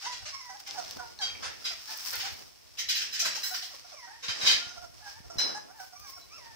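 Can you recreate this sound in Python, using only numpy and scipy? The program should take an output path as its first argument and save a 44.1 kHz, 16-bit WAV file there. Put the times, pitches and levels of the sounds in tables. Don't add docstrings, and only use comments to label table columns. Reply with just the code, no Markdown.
import sys
import numpy as np
from scipy import signal
from scipy.fft import rfft, irfft
from scipy.io import wavfile
from scipy.ndimage import uniform_filter1d

SR = 44100
rng = np.random.default_rng(int(sys.argv[2]) if len(sys.argv) > 2 else 0)


def int16_out(signal):
    q = np.round(np.clip(np.atleast_2d(signal).T, -1, 1) * 32767)
    wavfile.write(sys.argv[1], SR, q.astype(np.int16))


def natural_amplitude(level_db):
    exponent = np.asarray(level_db, float) / 20
    return 10 ** exponent


N = 288855

# frequency in Hz, level in dB per Hz.
HUSH_SPECTRUM = [(24, -73), (40, 5.5), (155, -8), (320, -39), (630, -5.5), (733, -6), (896, -36),
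                 (2260, -15), (4340, -20.5), (8990, -18), (16000, -31)]
# frequency in Hz, t60 in seconds.
ROOM_DECAY = [(250, 0.62), (1000, 0.16), (3000, 0.53), (6000, 0.24), (14000, 0.24)]

# start in seconds, peak in dB.
KNOCKS = [
    (0.962, -71.5),
    (4.285, -68.5),
    (4.435, -65),
    (5.203, -70.5),
    (5.356, -65.5),
]
# start in seconds, rumble in dB, seconds to fade 10 dB.
GRIP_SHIFTS = [(.22, -54.5, 0.12), (.97, -56, 0.36), (1.37, -49.5, 0.2), (2.17, -53, 0.17),
               (2.33, -47.5, 0.02), (3.0, -69, 1.5), (4.299, -35, -0.71), (4.44, -54, 0), (4.55, -42, 0),
               (4.67, -51.5, 0), (4.78, -51.5, 0.1), (5.07, -65, 0.5), (5.22, -52, 0.13),
               (5.376, -35.5, -0.21), (6.5, -58, 1)]

# start in seconds, peak in dB, low part in dB, ringing in dB,
# scrape length in seconds.
PLATE_BLOWS = [
    (4.2245, -22.5, -7, -26, 0.023),
    (4.281, -19.5, -4.5, -0.5, 0.011),
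    (4.3983, -31, -16, -8, 0.012),
    (4.4108, -20, -3, -4, 0.013),
    (4.4525, -14.5, -22, -2, 0.0081),
    (4.4582, -13, -11, -4, 0.0033),
    (4.4716, -13, -14, 2.5, 0.0017),
    (4.4945, -14.5, -3, -0.5, 0.0032),
    (4.5065, -13.5, -29, -4, 0.0025),
]
CUP_BLOWS = [
    (1.212, -26.5, -8.5, -7.5, 0.0041),
    (1.221, -25.5, -9, -4, 0.0012),
    (1.233, -28.5, -5.5, -5.5, 0.0052),
    (1.255, -30.5, -0.5, -13, 0.019),
]
JAR_BLOWS = [
    (1.643, -27.5, -6.5, -10.5, .004),
    (1.651, -24.5, -8, -3, 0.004),
    (1.66, -26, -26, -17, 0.0019),
    (1.685, -37, -13, -17, 0.013),
]
DULL_BLOWS = [
    (0.0395, -26.5, -8, -9, 0.0079),
    (0.118, -27.5, -10, -8, 0.0045),
    (0.2528, -28.5, -9, -19, 0.0028),
    (0.662, -29, -24, -17, 0.0095),
    (1.4215, -26.5, 2.5, -11, 0.033),
    (2.1236, -24.5, -4, -24.5, 0.0089),
    (2.1968, -23, -40, -19, 0.0027),
    (2.2387, -25.5, -6.5, -26, 0.022),
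    (5.4875, -42, 10.5, -10, 0.011),
]
SPOON_BLOWS = [(2.772, -28.5, -22, -46, 0.0025), (2.785, -20, -18, -12.5, 0.0029),
               (2.8868, -13.5, -59, -10.5, 0.011), (2.9501, -17.5, -42, -11.5, 0.028),
               (3.01, -23.5, -41, -17, 0.0013), (3.1258, -19, -37, -15, 0.062),
               (3.1933, -13.5, -19, -17, 0.0017), (3.248, -15, -7.5, -14.5, 0.0024),
               (3.3474, -22.5, -9.5, -18, 0.0027), (3.433, -21.5, -39, -5, 0.0024),
               (3.537, -21, -15.5, -20.5, 0.0027), (3.6174, -28, -20, -14, 0.0017)]
BOWL_BLOWS = [
    (5.383, -23, -3.5, -4, 0.0095),
    (5.809, -58, 0, -16, 0.002),
]
SPOON_TINKS = [
    (6.215, -35, -30, -17.5, .005),
]

PLATE_HZ = [2143, 2454, 3080, 3202, 3565, 3873, 4131, 4647, 4940, 5860, 7590]
CUP_HZ = [3203, 3844, 4549, 4653, 5647, 6148, 7590, 8290, 8640]
JAR_HZ = [2067, 3273, 3461, 3773, 4016, 4597, 4730, 4856, 5044, 5110, 5303, 5518, 7456]
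SPOON_HZ = [1900, 2977, 4005, 5148, 6440, 7876, 9430, 11130, 12920, 14820]
BOWL_HZ = [1690, 2966, 3946, 4045, 5033, 5110, 5825, 7930, 8210, 10850, 12020, 13240, 13590]
# level in dB, t60 in seconds.
PLATE_MODES = [(-6, 0.084), (-8, 0.19), (0, 0.16), (-4.5, 0.19), (-2.5, 0.1), (1.5, 0.18), (1, 0.07),
               (5, 0.067), (1.5, 0.054), (-6, 0.055), (-23, .12)]
CUP_MODES = [(7, 0.33), (5, 0.18), (4, 0.15), (5, 0.075), (-2, 0.16), (-0.5, 0.12), (-10, 0.18),
             (-10, 0.23), (-10, 0.23)]
JAR_MODES = [(-14, 0.16), (-2, 0.17), (-2, 0.14), (0, 0.07), (5, 0.14), (-4, 0.11), (4, .12), (-8, 0.062),
             (-3, 0.11), (-13, 0.1), (-16, 0.18), (-1, 0.091), (-14, .15)]
SPOON_MODES = [(-6, 0.18), (1.5, 0.15), (3.5, 0.21), (4.5, 0.16), (-8, 0.46), (-8, 0.25), (-16.5, 0.28),
               (-16, 0.25), (-16, 0.22), (-10, 0.18)]
BOWL_MODES = [(-6, 0.41), (-8, 0.22), (-2, 0.3), (4, 0.3), (-4.5, 0.42), (2.5, 0.2), (0, 0.19), (-12, .25),
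              (-10, .3), (-21, .25), (-24, .3), (-14, 0.13), (-14, 0.18)]

# frequency in Hz, level in dB per Hz.
RUSTLE_SPECTRUM = [(500, -23), (780, -2.5), (1520, -2), (3900, -1), (5500, 4), (7000, -7.5), (9000, -11),
                   (12000, -51)]
# start in seconds, rustle in dB, crisp top in dB, dull scuff in dB,
# seconds to fade 10 dB.
PAW_DRAGS = [(.03, -39, -53.5, -83, 0.04), (.15, -51, -79, -73.5, 0.3), (.29, -46, -81, -85, 0.07),
             (0.451, -56.5, -64, -94, 1.5), (0.601, -45.5, -50, -90, -0.92), (.75, -45.5, -54, -62, 0.11),
             (.87, -46, -55, -66.5, 0.18), (.97, -51.5, -51, -52.5, 0.01), (1.399, -51.5, -60.5, -63, 0.41),
             (1.7, -47.5, -53.5, -89, 0.27), (1.922, -41.5, -47, -73, 0.1646),
             (2.078, -37.5, -37.5, -67, 0.1134), (2.21, -46.5, -47, -66, 0.12),
             (2.37, -49.5, -53, -64.5, 0.12), (3.0, -52.5, -59, -68.5, 0.5), (3.34, -41.5, -73, -74, 0.31),
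             (3.5, -73, -40.5, -77, 0.14), (3.72, -54.5, -80, -76.5, 1), (4.0, -55, -57, -89, 0),
             (4.475, -31.5, -48.5, -50.5, 0.1223), (4.85, -66, -66, -73.5, 0.4),
             (5.083, -49, -59, -81, 0.13), (5.3, -75, -81, -75.5, 0.66), (5.47, -47.5, -57, -52.5, 0.13),
             (5.82, -54.5, -52, -83, 0.09), (6.0, -56, -51, -70, 0.02), (6.098, -54, -50, -75, 0.08),
             (6.25, -63, -64, -75, 0.4), (6.47, -57.5, -71, -72.5, 0.8)]
# start in seconds, peak in dB, pitch in Hz, t60 in seconds.
PATS = [
    (1.189, -30.5, 4300, 0.011),
    (1.191, -33, 5940, 0.008),
    (1.30, -32, 2400, 0.013),
    (1.352, -25, 2290, 0.012),
    (1.622, -35, 1380, 0.014),
    (4.692, -36.5, 5170, 0.0099),
    (4.693, -36, 6200, .012),
    (5.362, -49, 2520, 0.012),
]
# start in seconds, peak in dB.
CLAW_TICKS = [(.511, -40), (.571, -34), (.602, -37), (.6775, -30), (.7098, -20), (.739, -36), (.7925, -36),
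              (.8002, -29), (.813, -35), (.8265, -33), (.8488, -29), (.8595, -34), (.881, -34),
              (.8945, -31), (.9102, -21), (.9325, -32), (.951, -37), (.9705, -32), (2.039, -31),
              (3.01, -29), (5.78, -46)]
# start in seconds, peak in dB.
SHEET_SNAPS = [
    (0.6775, -39),
    (0.91, -38),
    (1.9753, -29),
    (2.1127, -29),
    (2.1331, -27),
    (2.1567, -24.5),
    (5.3448, -51),
]

# time in seconds, pitch in Hz, level in dB.
WHINES = [
    [(.025, 770, -53), (.035, 780, -46), (.052, 808, -45), (.066, 948, -41), (.085, 995, -43.5),
     (.12, 1001, -48), (.155, 990, -58)],
    [(.252, 656, -58), (.262, 596, -46), (.28, 607, -49), (.292, 697, -48), (.298, 710, -63)],
    [(.488, 812, -67), (.497, 775, -42), (.53, 748, -46.5), (.55, 790, -38), (.562, 867, -48),
     (.57, 770, -58), (.63, 750, -65)],
    [(.675, 812, -52), (.69, 794, -45), (.72, 770, -45), (.75, 802, -47), (.765, 876, -41.5),
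     (.78, 742, -41), (.8, 688, -35.5), (.825, 629, -42), (.838, 630, -72)],
    [(.972, 806, -73), (.985, 771, -47.5), (1.01, 700, -44), (1.03, 739, -50), (1.09, 680, -64)],
    [(.312, 1170, -66), (.33, 1111, -57), (.348, 1077, -52), (.385, 1109, -55.5), (.41, 1020, -48),
     (.44, 1002, -55.5), (.485, 951, -50.5), (.515, 1002, -48.5), (.535, 950, -67)],
    [(.995, 516, -63), (1.015, 492, -49.5), (1.06, 452, -52.5), (1.08, 480, -83)],
    [(3.925, 1330, -65), (3.955, 1163, -64.5), (4.0, 1045, -54), (4.04, 946, -56), (4.1, 915, -56),
     (4.14, 896, -50), (4.176, 960, -65), (4.225, 900, -82)],
    [(5.955, 1149, -62), (5.975, 1150, -63.5), (6.024, 1236, -56), (6.055, 1167, -60), (6.096, 1070, -53.5),
     (6.142, 1103, -59), (6.2, 1102, -69), (6.26, 1053, -66)],
    [(6.298, 1152, -66), (6.316, 1168, -62), (6.34, 1300, -54), (6.365, 1360, -60), (6.39, 1114, -57),
     (6.414, 962, -55.5), (6.45, 921, -54.5), (6.5, 910, -57), (6.549, 878, -64)],
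]
# time in seconds, pitch in Hz, level in dB.
CRIES = [
    [(3.5, 687, -66), (3.508, 717, -47.5), (3.525, 747, -46), (3.55, 720, -57)],
    [(4.062, 745, -67), (4.07, 743, -50), (4.1, 788, -46.5), (4.118, 844, -45), (4.128, 825, -61)],
    [(4.585, 674, -61), (4.62, 695, -55), (4.68, 715, -64.5), (4.715, 719, -55), (4.735, 750, -61)],
    [(4.76, 749, -52), (4.785, 686, -45.5), (4.804, 738, -55), (4.82, 727, -42), (4.85, 703, -45),
     (4.875, 720, -59)],
    [(5.02, 797, -59.5), (5.032, 860, -53), (5.06, 812, -49), (5.1, 791, -48), (5.128, 846, -63),
     (5.185, 905, -54.5), (5.2, 880, -73)],
    [(5.683, 675, -58), (5.704, 725, -43), (5.72, 795, -54), (5.735, 800, -68)],
    [(5.74, 892, -66), (5.778, 872, -55), (5.804, 771, -42), (5.83, 752, -50.5), (5.875, 770, -62),
     (5.895, 780, -68)],
    [(6.022, 770, -72), (6.036, 810, -61), (6.068, 804, -60), (6.08, 773, -72)],
]
WHINE_OCTAVES_DB = [-8, -8, -12.5, -12, -0.5, -2, 3, 1, -6, 0, -2, -6, 4.5, -7, -3, -7.5, -6, -3]
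# time in seconds, pitch in Hz, level in dB.
SQUEAL = [(1.425, 870, -71), (1.445, 910, -56), (1.466, 868, -53), (1.485, 934, -57), (1.505, 970, -67),
          (1.52, 960, -82)]
# start in seconds, length in seconds, pitch in Hz, level in dB, octave in dB.
GRUNTS = [(0.201, 0.035, 786, -51.5, -6.5), (5.241, 0.028, 686, -49, -14), (1.867, 0.11, 868, -52.5, -1.5),
          (2.233, 0.051, 785, -41.5, -23), (3.22, 0.054, 671, -42.5, -4.5), (3.372, 0.015, 850, -44.5, -15),
          (3.62, 0.022, 728, -47.5, -21), (3.845, 0.021, 700, -51.5, -11), (5.001, 0.029, 729, -49.5, -10),
          (5.299, 0.071, 685.6, -44, -10), (5.547, 0.053, 834, -42, -8.5), (5.922, 0.039, 720, -48, -9.5),
          (6.376, 0.023, 612, -49.5, -7)]
# start in seconds, length in seconds, first pitch in Hz,
# level in dB, octave in dB.
SIGHS = [
    (1.901, 0.048, 770, -50, -6),
    (1.193, 0.05, 871, -38, -4),
    (1.705, 0.037, 749, -41.5, -4),
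    (6.157, 0.039, 798, -49.5, -5.5),
]
# start in seconds, length in seconds, first pitch in Hz, level in dB,
# octave in dB.
YELPS = [
    (3.707, 0.043, 794, -46, -8),
    (3.917, 0.034, 766, -45.5, -12),
]

# frequency in Hz, gain in dB.
COMMON_GAIN = [(30, -16), (60, -11), (250, -12), (550, -9), (800, -4), (1100, 1), (2000, 0)]


def at_hz(points, hz):
    table_hz, values = np.array(points).T
    return np.interp(np.log(hz + 1), np.log(table_hz), values)


def rms_one(x):
    return x / np.sqrt(np.mean(x ** 2) + 1e-20)


def band(x, low_hz, high_hz, order=2):
    edges = [low_hz, min(high_hz, .45 * SR)]
    return signal.sosfilt(signal.butter(order, edges, "band", fs=SR, output="sos"), x)


def coloured(x, spectrum):
    gain = natural_amplitude(at_hz(spectrum, np.fft.rfftfreq(N, 1 / SR)))
    return rms_one(irfft(rfft(x) * gain, N))


def drift(rate):
    knots = rng.standard_normal(int(N / SR * 60) + 2)
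    smooth = uniform_filter1d(knots, size=max(1, round(30 / rate)))
    return np.interp(np.arange(N) / SR * 60, np.arange(len(knots)), rms_one(smooth))


def peak(x, hz, width_hz):
    r = np.exp(-np.pi * width_hz / SR)
    gain = (1 - r * r) / 2
    return signal.lfilter([gain, 0, -gain], [1, -2 * r * np.cos(2 * np.pi * hz / SR), r * r], x)


def ring(clicks, hz, t60):
    r, w = natural_amplitude(-60 / (t60 * SR)), 2 * np.pi * hz / SR
    return signal.lfilter([0, np.sin(w)], [1, -2 * r * np.cos(w), r * r], clicks + 1e-18)


def swells(s, peak_db, fade_s, rise):
    t = np.arange(0, N + 64, 64) / SR
    late = (t - s[:, None]) / np.maximum(fade_s[:, None], .01)
    power = natural_amplitude(2 * peak_db) @ natural_amplitude(-20 * np.maximum(late, -late / rise))
    return np.interp(np.arange(N) / SR, t, np.sqrt(power))


def taps(events, level_db, low_hz, high_hz):
    clicks, sides = np.zeros((2, N)), rng.standard_normal((len(events), 1))
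    for (s, peak_db), side in zip(events, sides):
        clicks[:, round(s * SR)] = natural_amplitude(peak_db + level_db + 2 * side * np.array([1, -1]))
    return band(clicks + 1e-18, low_hz, high_hz, order=3)


def room(x, build_s):
    t, tail = np.arange(SR // 2) / SR, 0
    edges = 100 * 2 ** np.arange(0, 8.0)
    for low, high in zip(edges, edges[1:] * [1, 1, 1, 1, 1, 1, 1.5]):
        decay = natural_amplitude(-60 * t / at_hz(ROOM_DECAY, np.sqrt(low * high)))
        tail = tail + band(rng.standard_normal((2, len(t))), low, high) * decay
    tail = tail * (1 - np.exp(-t / build_s))
    tail = tail / np.sqrt(np.sum(tail ** 2) / 2)
    return signal.fftconvolve(x[None], tail, axes=1)[:, :N]


def room_hush(far):
    hush = natural_amplitude(-63.5 + 6.0) * coloured(rng.standard_normal((2, N)), HUSH_SPECTRUM)
    loudness = uniform_filter1d(np.abs(far).mean(axis=0), size=3000)
    return hush / (1 + loudness / natural_amplitude(-14))


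def handling():
    grip = natural_amplitude(-77) + swells(*np.transpose(GRIP_SHIFTS), rise=0.47)
    bass = rms_one(band(rng.standard_normal((2, N)), 37, 115.5, order=3))
    rumble = grip * natural_amplitude(5.5 + 4.7 * drift(22)) * bass
    return rumble + taps(KNOCKS, level_db=77.5, low_hz=44.7, high_hz=248)


def clatter(blows, pitches, modes, ring_db, crack_db, high_db, body_hz, body_db):
    noise, cracks = rng.standard_normal(N), np.zeros(N)
    low = rms_one(band(noise, 450, 1700, order=4))
    middle = rms_one(band(noise, 1700, 7000, order=4))
    high = rms_one(band(noise, 7000, 17000, order=4))
    middle = middle + natural_amplitude(body_db) * rms_one(peak(peak(noise, body_hz, 260), body_hz, 260))
    luck = rng.standard_normal((len(blows), len(modes)))
    clicks = np.zeros((len(modes), N))
    for k, (s, peak_db, low_db, own_db, skid_s) in enumerate(blows):
        at, span = round(s * SR), round(max(skid_s, .002) * 5 * SR)
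        skid = slice(at, at + span)
        shape = np.exp(-np.arange(span) / (span / 5)) / np.sqrt(span / SR)
        crack = natural_amplitude(low_db) * low[skid] + middle[skid] + natural_amplitude(high_db) * high[skid]
        cracks[skid] += natural_amplitude(peak_db + crack_db) * shape * crack
        clicks[:, at] = natural_amplitude(peak_db + own_db + ring_db + 2.5 * luck[k])
    rings = np.zeros(N)
    for row, hz, (db, t60) in zip(clicks, pitches, modes):
        rings += natural_amplitude(db) * (ring(row, hz, t60) - ring(row, hz, 0.008))
    return np.array([cracks, rings])


def next_room():
    dishes = clatter(PLATE_BLOWS, PLATE_HZ, PLATE_MODES, ring_db=-9.5, crack_db=-19.0, high_db=-22.5,
                     body_hz=3880, body_db=-6.0)
    dishes += clatter(CUP_BLOWS, CUP_HZ, CUP_MODES, ring_db=-4, crack_db=-20.0, high_db=-22,
                      body_hz=4540, body_db=-3.0)
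    dishes += clatter(JAR_BLOWS, JAR_HZ, JAR_MODES, ring_db=-4.5, crack_db=-18.0, high_db=-20.0,
                      body_hz=4895, body_db=-2.5)
    dishes += clatter(DULL_BLOWS, PLATE_HZ, PLATE_MODES, ring_db=-32, crack_db=-15, high_db=-41,
                      body_hz=1620, body_db=-20)
    dishes += clatter(SPOON_BLOWS, SPOON_HZ, SPOON_MODES, ring_db=-3.5, crack_db=-17, high_db=-19.5,
                      body_hz=1778, body_db=-7.5)
    dishes += clatter(BOWL_BLOWS, BOWL_HZ, BOWL_MODES, ring_db=-0.5, crack_db=-14.5, high_db=-27,
                      body_hz=4976, body_db=-2.5)
    cracks, rings = dishes
    direct = natural_amplitude(-16) * cracks + natural_amplitude(-4.5) * rings
    return room(cracks + natural_amplitude(-5) * rings, build_s=0.004) + np.array([direct, np.roll(direct, 24)])


def tinks():
    cracks, rings = clatter(SPOON_TINKS, SPOON_HZ[2:3], SPOON_MODES[2:3], ring_db=-2.1, crack_db=-17,
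                            high_db=-17, body_hz=1800, body_db=-9)
    return rings


def crinkle(per_s, spread_db):
    born = rng.random((2, N)) < per_s / SR
    heights = natural_amplitude(spread_db * np.minimum(rng.exponential(1, (2, N)), 4))
    grains = born * heights * rng.standard_normal((2, N))
    return rms_one(grains) + .9 * rng.standard_normal((2, N))


def pad():
    s, *layers_db, fade_s = np.transpose(PAW_DRAGS)
    rustle, crisp, scuff = (swells(s, db, fade_s, rise=0.69) for db in layers_db)
    grains, flicker_db = crinkle(per_s=3000, spread_db=3.5), 1.5 * drift(15)
    rustle = rustle * natural_amplitude(2.5) * coloured(grains, RUSTLE_SPECTRUM)
    top = rms_one(band(grains, 4400, 23000)) + natural_amplitude(-10) * rms_one(band(grains, 14800, 18600))
    crisp = crisp * natural_amplitude(np.array([[1], [-4]])) * top
    scuff = scuff * natural_amplitude(17.0) * rms_one(band(rng.standard_normal((2, N)), 160, 717))
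    return natural_amplitude(flicker_db) * (rustle + crisp + scuff)


def pats():
    out, span = np.zeros(N), SR // 10
    for s, peak_db, hz, t60 in PATS:
        click = natural_amplitude(peak_db) * rng.standard_normal(span) * np.exp(-np.arange(span) / 30) / 4
        at = round(s * SR)
        out[at:at + span] += ring(click, hz, max(t60, .003))
    return out * natural_amplitude(np.array([[1.5], [-1.5]])) + natural_amplitude(-0.5) * room(out, build_s=0.0022)


def claws():
    ticks = taps(CLAW_TICKS, level_db=15, low_hz=3000, high_hz=6800)
    return ticks + taps(SHEET_SNAPS, level_db=15.5, low_hz=7800, high_hz=16700)


def whines(tables, octaves_db):
    calls = []
    for rows, octave_db in zip(tables, octaves_db):
        s, hz, db = np.transpose(rows)
        t = np.arange(s[0], min(s[-1], (N - 9) / SR), 1 / SR)
        level_db = np.interp(t, s, db)[:N - round(s[0] * SR)]
        calls.append((s[0], s[-1] - s[0], level_db, octave_db, np.interp(t, s, hz)))
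    return calls


def grunts():
    calls = []
    for s, length, hz, db, octave_db in GRUNTS:
        t = np.arange(length * SR) / SR
        arch = 1 + .04 * (np.sin(np.pi * t / length) - .7)
        calls.append((s, length, db, octave_db, hz * arch))
    for table, fall_hz_per_s in ((SIGHS, 3300), (YELPS, 7000)):
        for s, length, hz, db, octave_db in table:
            t = np.arange(length * SR) / SR
            calls.append((s, length, db, octave_db, hz - fall_hz_per_s * t))
    return calls


def puppy(calls, jitter, rasp_db, upper_db, air_db, nose_db, quaver_db, swell):
    nose_hz, nose_width_hz = 5500, 550
    nose_opens_hz, nose_full_hz = 900, 1090
    out, unsteady = np.zeros(N), drift(25)
    waver, quaver = 1 + jitter * unsteady, natural_amplitude(quaver_db * unsteady[::-1])
    rasp = rms_one(signal.lfilter([1], [1, -.97], rng.standard_normal(N)))
    air = rms_one(band(rng.standard_normal(N), 5500, 8800))
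    for s, length, db, octave_db, pitch in calls:
        start = round(s * SR)
        stop = min(N, start + len(pitch))
        call = slice(start, stop)
        hz = pitch[:stop - start]
        turn = 2 * np.pi * np.cumsum(hz * waver[call]) / SR
        nasal = natural_amplitude(nose_db) * np.clip((hz - nose_opens_hz) / (nose_full_hz - nose_opens_hz), .13, 1)
        upper = 0
        for k in range(3, 13):
            lift = nasal / (1 + ((k * hz - nose_hz) / nose_width_hz) ** 2)
            upper = upper + np.sin(k * turn) * (natural_amplitude(upper_db) + lift)
        voice = np.sin(turn) + natural_amplitude(octave_db) * np.sin(2 * turn) + upper + natural_amplitude(air_db) * air[call]
        breath = np.abs(np.sin(np.pi * np.arange(stop - start) / len(pitch))) ** swell
        effort = breath * quaver[call]
        out[call] += np.sqrt(2) * natural_amplitude(db) * voice * effort * (1 + natural_amplitude(rasp_db) * rasp[call])
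    return out


def squealer():
    squeal = puppy(whines([SQUEAL], [0]), jitter=0.0015, rasp_db=-21, upper_db=-1, air_db=-29.5,
                   nose_db=3, quaver_db=3, swell=0)
    return band(squeal, 2800, 9600, order=4) * natural_amplitude(np.array([[-4], [2.5]]))


def litter():
    voices = puppy(whines(WHINES + CRIES, WHINE_OCTAVES_DB), jitter=.013, rasp_db=-10, upper_db=-30,
                   air_db=-26, nose_db=3, quaver_db=4, swell=0)
    voices += puppy(grunts(), jitter=0.0167, rasp_db=-11.5, upper_db=-42, air_db=-20.0,
                    nose_db=7.5, quaver_db=5.5, swell=0.43)
    off_axis = np.array([np.roll(voices, 5), voices])
    return off_axis * natural_amplitude(np.array([[-1.5], [1.5]])) + natural_amplitude(-3.5) * room(voices, build_s=0.001)


def scene():
    far = next_room()
    background = room_hush(far) + handling() + far + tinks()
    return background + pad() + pats() + claws() + squealer() + litter()


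def band_limit(x):
    return signal.sosfilt(signal.butter(12, 16610, fs=SR, output="sos"), x)


def record(dry):
    mid, side = (dry[0] + dry[1]) / 2, (dry[0] - dry[1]) / 2
    mid = irfft(rfft(mid) * natural_amplitude(at_hz(COMMON_GAIN, np.fft.rfftfreq(N, 1 / SR))), N)
    pair = np.array([mid + side, mid - side])
    port = pair + natural_amplitude(-2.0) * peak(pair, 5200, 1330) - 0.45 * peak(pair, 11800, 15000)
    port = port + natural_amplitude(16.5) * peak(pair, 22000, 1830)
    top_cut = signal.cheby2(14, 38, 15950, fs=SR, output="sos")
    mix = signal.sosfilt(top_cut, port * natural_amplitude(np.array([[-3.5], [-2.5]])))
    return band_limit(mix)


dry = scene()
out = record(dry)
int16_out(out)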